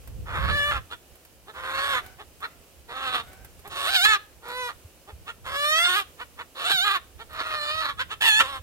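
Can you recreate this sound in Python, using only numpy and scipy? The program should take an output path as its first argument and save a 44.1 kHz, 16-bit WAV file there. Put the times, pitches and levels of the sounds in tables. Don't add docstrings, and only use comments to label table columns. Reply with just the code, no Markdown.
import sys
import numpy as np
from scipy import signal
from scipy.fft import rfft, irfft, next_fast_len
from scipy.io import wavfile
from scipy.ndimage import uniform_filter1d

SR = 44100
rng = np.random.default_rng(int(sys.argv[2]) if len(sys.argv) > 2 else 0)


def store_wav(level_fs):
    pcm = np.round(np.clip(np.atleast_2d(level_fs), -1, 1) * 32767)
    wavfile.write(sys.argv[1], SR, pcm.T.astype(np.int16))


N = 380141
TIME = np.arange(N) / SR
TOP_HZ = 15850


def undb(db):
    return 10 ** (np.asarray(db) / 20)


def unit(x):
    return x / np.sqrt(np.mean(x ** 2))


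def steady(x, size=420):
    return x / np.sqrt(np.abs(uniform_filter1d(x ** 2, size)) + 1e-12)


def filtered(x, response):
    size = next_fast_len(x.shape[-1] + 2048)
    hz = np.arange(size // 2 + 1) * SR / size + 1e-3
    return irfft(rfft(x, size) * response(hz), size)[..., :x.shape[-1]]


def coloured(x, points):
    hz, db = np.transpose(points)
    return unit(filtered(x, lambda f: undb(np.interp(np.log(f), np.log(hz), db))))


def flutter(count, hz):
    return unit(filtered(rng.standard_normal(count), lambda f: 1 / (1 + (f / hz) ** 2)))


def wobble(count, hz):
    return np.interp(np.arange(count) * hz / SR, np.arange(512), rng.standard_normal(512))


def curve(points, at):
    return np.interp(at, *np.transpose(points))


def add(track, start_s, x):
    i = int(start_s * SR)
    track[i:i + len(x)] += (x * signal.windows.tukey(len(x), .02))[:N - i]


def rumble(shared=0.48, gain_db=0.5, buffet_db=3):
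    # time_s, level_db
    strength = [(0, -50), (.19, -37), (.26, -37.5), (.48, -28.5), (.65, -42.5), (.76, -37.5), (.86, -57),
                (1.3, -65.5), (1.75, -53.5), (2.6, -62), (3.2, -53.5), (4.4, -58.5), (5.6, -54), (6.3, -61),
                (7.8, -52), (8.6, -54)]
    # frequency_hz, gain_db
    spectrum = [(12, -46), (20, -11), (54, -3), (70, 1), (122, -9), (156, -13.5), (268, -26), (400, -30.5),
                (520, -20.5), (880, -120)]
    shaking = coloured(shared * rng.standard_normal(N) + rng.standard_normal((2, N)), spectrum)
    balance_db = np.array([[-.5], [2.8]])
    return shaking * undb(curve(strength, TIME) + gain_db + buffet_db * wobble(N, hz=21.2) + balance_db)


def yard(level_db=-55):
    # frequency_hz, gain_db
    spectrum = [(88, -58), (150, -2.5), (186, -7), (269, -3), (474, -3), (522, -2.5), (974, -11.5),
                (2170, -14), (2340, -11.5), (3020, -10.5), (3390, -15), (11800, -15), (15800, -17)]
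    common = filtered(rng.standard_normal(N), lambda f: 2 / (1 + (f / 1200) ** 2) ** .5)
    apart = filtered(rng.standard_normal((2, N)), lambda f: 2 / (1 + (900 / f) ** 2) ** .5)
    sway_db = .7 * flutter(N, hz=3)
    balance_db = np.array([[-.8], [.8]])
    return coloured(common + apart, spectrum) * undb(level_db + sway_db + balance_db)


def ticks(gain_db=-4, attack_s=.001, decay_s=.007):
    # start_s, level_db, body_db
    impacts = [(0.074, -37, -3), (1.1543, -44, -8), (1.2495, -41.5, -10), (2.0615, -36, 2),
               (2.4036, -39, -17), (2.643, -56, -13), (3.3298, -42, -2), (3.4462, -35, 0),
               (3.592, -42, -26), (3.675, -34, -9), (4.4816, -36, 0), (7.3305, -40.5, -16)]
    out, t = np.zeros(N), TIME[:4000]
    envelope = np.exp(-t / decay_s) * np.minimum(t / attack_s, 1)
    for start_s, level_db, body_db in impacts:
        noise = rng.standard_normal((2, len(t)))
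        crack = coloured(noise[0], [(2000, 18), (6000, 5), (12000, 18.5), (16000, 2)])
        body = coloured(noise[1], [(200, 34), (900, -15), (3500, -13), (7000, -16)])
        add(out, start_s, undb(level_db + gain_db) * (crack + undb(body_db - 11) * body) * envelope)
    return out


def hoarseness(t, length_s, clear_s, break_s, tone_rough, tone_alternation, croak_rough):
    onset_rough, hoarse_rough, end_rough, croak_alternation = 0.804, .47, .54, 0.97
    clearing_s, breaking_s = 0.031, 0.0074
    stages = [(0, onset_rough), (max(clear_s - clearing_s, 0), hoarse_rough), (clear_s, tone_rough)]
    croak = (1 + np.tanh(2 * (t - break_s) / breaking_s)) / 2
    progress = np.clip((t - break_s) / (length_s - break_s), 0, 1)
    fraying = croak_rough + (end_rough - croak_rough) * progress ** 2
    rough = (1 - croak) * curve(stages, t) + croak * fraying
    alternation = tone_alternation + (croak_alternation - tone_alternation) * croak
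    return np.maximum(rough, 0), alternation, croak


def syrinx(hz, rough, alternation, jitter=0.96, shimmer=0.99, wander=0.01596, uneven_db=5, hiss=.18):
    n = len(hz)
    cycle = 2 * np.pi * np.cumsum(hz * (1 + wander * (0.211 + rough) * flutter(n, hz=51.7))) / SR
    phase = cycle + jitter * rough ** 2.33 * flutter(n, hz=170)
    slaps = np.zeros(n)
    for k in range(1, 29):
        gain = undb(uneven_db * min(k / 7, 1) ** 2 * wobble(n, hz=16))
        slaps += gain * np.cos(k * phase - .12 * k * k) * (k * hz < TOP_HZ)
    half_pitch = 1.31 * alternation * np.cos(cycle / 2 + .5)
    strength = 1 + half_pitch + shimmer * rough * flutter(n, hz=189)
    air = (1 + 0.68 * np.cos(phase)) * rng.standard_normal(n)
    return unit(slaps * strength) + rough ** 2 * air + hiss * np.gradient(air)


def resonance(x, hz, width_hz):
    turn = np.exp(2j * np.pi * np.cumsum(hz * np.ones(len(x))) / SR)
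    pole = np.exp(-np.pi * width_hz / SR)
    return np.real(turn * signal.lfilter([1 - pole], [1, -pole], x / turn))


def vocal_tract(source, level_db, chest_db, edge_db, treble_db, beak_hz, upper_hz):
    # centre_hz, nominal_width_hz, gain_db
    formants = [(283, 170, -13), (610, 340, -11.5), (1214, 375, 1.5), (1777, 284, 1), (2710, 528, 8),
                (3550, 564, 3), (4317, 400, 0), (5250, 890, -15.5), (6774, 660, -13), (8950, 1620, -15.5),
                (11890, 2000, -17.5), (16200, 500, -16)]
    throat = filtered(source, lambda f: sum(
        (-1) ** k * undb(db) / (1 + 1j * (f / hz - hz / f) * hz / (1.43 * width)) ** 2
        for k, (hz, width, db) in enumerate(formants)))
    beak = resonance(throat, beak_hz, width_hz=240)
    upper = resonance(throat, upper_hz, width_hz=690)
    voice = throat + 4 * beak + 5 * upper
    chest, body, edge, treble = (
        steady(filtered(voice, lambda f: 1 / (1 + (f / high_hz) ** 24) / (1 + (low_hz / f) ** 24)))
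        for low_hz, high_hz in [(200, 920), (920, 2300), (2300, 4900), (4900, TOP_HZ)])
    return undb(level_db) * (undb(chest_db + 1.5) * chest + undb(2) * body
                             + undb(edge_db + 5) * edge + undb(treble_db + 2) * treble)


def squawks(crack_s=0.014, crack_rough=0.26, tremble_db=4):
    # start_s, length_s, clear_s, break_s, widest_s, level_db, swell_s, tone_rough, tone_alternation,
    # croak_rough, croak_db, chest_db, edge_db, treble_db, open_hz, upper_hz
    cries = [ (0.249, .56, .29, .46, 0.36, -27.5, 0.097, .2, .05, 0.62, -2.5, -12.5, -10.5, -20, 1650, 3460),
             (1.53, 0.49, 0.3, 0.43, 0.35, -29, 0.11, 0.52, 0.1, 0.54, 1, -12, -7.5, -15.5, 1460, 3550),
             (2.875, .36, 0.032, 0.059, 0.26, -31, 0.08, 0.54, 0.43, 0.54, -0.5, -8, -5, -15.5, 1310, 3750),
             (3.692, 0.49, 0.28, 0.36, 0.34, -28.5, 0.1, 0.08, 0, 0.27, 8, -10.5, 1, -5.5, 1790, 3730),
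             (4.416, 0.32, 0.14, 0.27, 0.21, -35.5, 0.067, 0.11, 0, 0.75, 3, -6.5, -8, -12, 1200, 3800),
             (5.438, 0.6, 0.14, 0.44, 0.35, -24, 0.12, 0.06, 0.06, 0.33, -2.5, -14, -4, -10.5, 1820, 3440),
             (6.545, 0.4493, 0.207, 0.3, 0.22, -30, 0.067, 0.05, 0, 0.47, 5, -10.5, 1, -9, 1470, 3720),
             (7.285, 0.66, 0.31, 0.53, 0.44, -31.5, 0.089, 0.32, 0.19, 0.59, -0.5, -14.5, -6.5, -16.5, 1310, 4010),
             (8.205, 0.24, 0.09, 0.197, 0.081, -25.5, 0.0055, 0.17, 0.18, 0.68, 3.5, -13, 0, -9.5, 1950, 3120),
             (8.405, 0.2, .03, 0.057, 0.025, -36.5, 0.0044, 0.38, 0.36, 0.44, -1, -7.5, -6, -12, 1120, 3260)]
    # time_s, pitch_hz
    contours = [
        [(.245, 450.5), (.42, 544), (.52, 580), (.65, 577), (.70, 596.4), (.81, 497.5)],
        [(1.53, 474.4), (1.62, 528), (1.7, 523), (1.78, 549.3), (1.91, 560.4), (1.975, 492.6), (2.025, 465)],
        [(2.88, 461.4), (3.0, 542.6), (3.1, 502), (3.16, 498), (3.235, 428)],
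        [(3.7, 560.6), (3.86, 557.6), (3.905, 776.6), (3.94, 783), (4.0, 703), (4.04, 800), (4.085, 891),
         (4.14, 835), (4.195, 753)],
        [(4.42, 456.2), (4.51, 497.7), (4.6, 501.5), (4.665, 491), (4.74, 435)],
        [(5.44, 509), (5.54, 556.2), (5.7, 606.8), (5.77, 648.8), (5.845, 708), (5.945, 727), (5.97, 832),
         (6.01, 776), (6.06, 683)],
        [(6.55, 523), (6.62, 574.7), (6.67, 736), (6.73, 794), (6.795, 701), (6.86, 840), (6.91, 770),
         (6.93, 833), (6.995, 632.6)],
        [(7.29, 615.6), (7.4, 647), (7.52, 620.7), (7.6, 591.7), (7.68, 595.3), (7.74, 628), (7.81, 643),
         (7.88, 561), (7.94, 542)],
        [(8.2, 797), (8.235, 900), (8.29, 882), (8.32, 844), (8.35, 850), (8.385, 871), (8.41, 912)],
        [(8.41, 562.4), (8.46, 510), (8.49, 561.6), (8.6, 515)],
    ]
    # time_s, surge_db, extra_edge_db
    cracks = [(0.501, 1.5, 5), (0.724, 3.5, 1), (3.958, 4.5, 4), (4.052, 8, -1), (5.645, 1, -0.5),
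              (5.79, -0.5, 1), (5.852, -2.5, 8.5), (6.714, 5, -1), (7.402, 5.5, 2), (8.25, 1, 0),
              (8.288, 3.5, 0.5), (8.406, 3, 0.5)]
    attack_share, swell_db, release_s, release_db = 0.23, 22, 0.047, 31
    gape_s, shut_hz, closing_s, closing_sag = 0.13, 1285, 0.045, 0.16
    chest_follows = 0.69
    out = np.zeros(N)
    for cry, contour in zip(cries, contours):
        (start_s, length_s, clear_s, break_s, widest_s, level_db, swell_s, tone_rough, tone_alternation,
         croak_rough, croak_db, chest_db, edge_db, treble_db, open_hz, upper_hz) = cry
        t = TIME[:int(length_s * SR)]
        rough, alternation, croak = hoarseness(
            t, length_s, clear_s, break_s, tone_rough, tone_alternation, croak_rough)
        release = np.clip(1 - (length_s - t) / release_s, 0, 1) ** 2
        effort_db = -swell_db * np.exp(-t / swell_s) - release_db * release
        gape = np.exp(-((t - widest_s) / gape_s) ** 2)
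        closing = np.exp((t - length_s) / closing_s)
        beak_hz = (shut_hz + (open_hz - shut_hz) * gape) * (1 - closing_sag * closing)
        ring_db = croak_db * croak
        level_db += effort_db + ring_db + tremble_db * rough * wobble(len(t), hz=54.17)
        chest_db -= (1 - chest_follows) * effort_db + 3 * croak + ring_db
        edge_db -= 5 * (1 - gape) + ring_db
        treble_db -= 3.5 * (1 - gape) + 2 * croak + ring_db
        for time_s, surge_db, extra_edge_db in cracks:
            crack = np.exp(-((start_s + t - time_s) / crack_s) ** 2)
            level_db += surge_db * crack
            edge_db += extra_edge_db * crack
            rough += crack_rough * crack
        source = syrinx(curve(contour, start_s + t), rough, alternation)
        voice = vocal_tract(source, level_db, chest_db, edge_db, treble_db, beak_hz, upper_hz)
        add(out, start_s, voice * np.minimum(t / (attack_share * swell_s), 1))
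    return out


def clucks(width_s=0.017, arch=.15, opening=0.13, glide=0.0696, gain_db=-1.2):
    # peak_s, level_db, edge_db, beak_hz, pitch_hz
    notes = [(0.929, -39, -4.5, 1420, 487), (1.495, -45.5, -10, 1320, 432), (2.209, -45.5, -8.5, 1130, 420),
             (2.444, -31, -13, 1460, 459), (3.667, -46.5, -11, 1130, 411), (5.097, -49, -9, 1280, 435),
             (5.293, -36.5, -7, 1350, 456), (6.215, -36.5, -10, 1150, 491), (6.405, -37, -11, 1150, 476.4),
             (7.213, -43.5, -7.5, 1450, 453), (8.009, -27.5, -7, 1500, 520),
             (8.124, -34.5, -4, 1200, 439.6)]
    out, t = np.zeros(N), np.arange(-1800, 2600) / SR
    swell = 1 / (1 + (t / width_s) ** 4)
    lift = 1 + glide * np.tanh(t / width_s)
    for peak_s, level_db, edge_db, beak_hz, pitch_hz in notes:
        source = syrinx(pitch_hz * lift * (1 + arch * (swell - 1)), rough=0.45, alternation=0.37)
        chest_db = -47 - level_db
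        voice = vocal_tract(source, level_db + gain_db, chest_db, edge_db, treble_db=edge_db - 12,
                            beak_hz=beak_hz * lift * (1 + opening * (swell - 1)), upper_hz=3470)
        add(out, peak_s + t[0], swell * voice)
    return out


def rooster(scoop=.11, scoop_s=0.077, fade_db=19):
    # start_s, length_s, pitch_hz, level_db
    notes = [(1.979, 0.17, 787, -53), (2.462, 0.13, 715, -61.5), (3.232, 0.26, 781, -56),
             (4.14, 0.21, 850, -64)]
    out = np.zeros(N)
    for start_s, length_s, pitch_hz, level_db in notes:
        t = TIME[:int(length_s * SR)]
        source = syrinx(pitch_hz * (1 - scoop * np.exp(-t / scoop_s)), rough=0.58, alternation=0.15)
        voice = coloured(source, [(400, 6), (780, -0.5), (1600, -1.5), (2300, -6), (3500, -15), (7000, -18)])
        add(out, start_s, undb(level_db + 2 - fade_db * (t / length_s) ** 2) * voice)
    return out


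def bumps(ring_s=0.0065):
    # start_s, level_db, ring_hz
    knocks = [(4.085, -40.5, 66), (4.848, -36.5, 79.8), (5.128, -36.5, 73), (6.737, -42, 153),
              (7.747, -40.5, 81), (8.595, -38, 75)]
    out, t = np.zeros(N), TIME[:5000]
    envelope = (t / ring_s) * np.exp(1 - t / ring_s)
    for start_s, level_db, ring_hz in knocks:
        add(out, start_s, undb(level_db) * envelope * np.sin(2 * np.pi * ring_hz * t))
    return out


def reflection(x, delay_s, drift_s=0.0002593, step_s=.01):
    steps = np.arange(0, TIME[-1] + 1, step_s)
    drift = np.interp(TIME, steps, flutter(len(steps), hz=.6 * SR * step_s))
    return np.interp(TIME - delay_s - drift_s * drift, TIME, x, left=0)


def pen(x, aside, wet_db, t60_s=0.3, reflection_db=-12):
    # frequency_hz, difference_db
    shading = [(300, 3), (1500, 2.5), (2800, 1.5), (4200, 5.5), (6500, 5.5), (9000, 0.5), (12000, 5.5),
               (15000, 9)]
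    # frequency_hz, phase_rad
    port_phase = [(0, 0.5), (1460, -1.5), (2000, -2), (2900, -2.5), (4390, -5), (6290, -4.5), (8100, -5),
                  (8960, -7.5), (10300, -10), (15400, -12.5)]
    shadow = lambda f: undb(curve(shading, f) / 2)
    left = filtered(x, lambda f: np.exp(1j * aside * curve(port_phase, f)) / shadow(f))
    right = filtered(x, shadow)
    early = np.array([port + undb(reflection_db) * sum(reflection(port, s) for s in delays_s)
                      for port, delays_s in [(left, (.0021, .0054, .0113)), (right, (.0029, .0047, .0098))]])
    t = TIME[:22050]
    tail = coloured(rng.standard_normal((2, len(t))), [(200, 0), (1500, 14), (4000, 13.5), (14000, 0)])
    tail *= undb(-60 * t / t60_s) * (t > .008)
    tail /= np.sqrt(np.sum(tail[0] ** 2))
    return early + undb(wet_db) * signal.fftconvolve(x[None], tail, axes=1)[:, :N]


def scene():
    near = pen(squawks() + clucks() + ticks(), aside=1, wet_db=-24)
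    far = pen(rooster(), aside=0, wet_db=0)
    return near + far + rumble() + bumps() + yard()


def record(dry, ceiling=.8):
    rounded = ceiling * np.tanh(dry / ceiling)
    return signal.sosfilt(signal.ellip(10, .2, 70, TOP_HZ, fs=SR, output="sos"), rounded)


dry = scene()
out = record(dry)
store_wav(out)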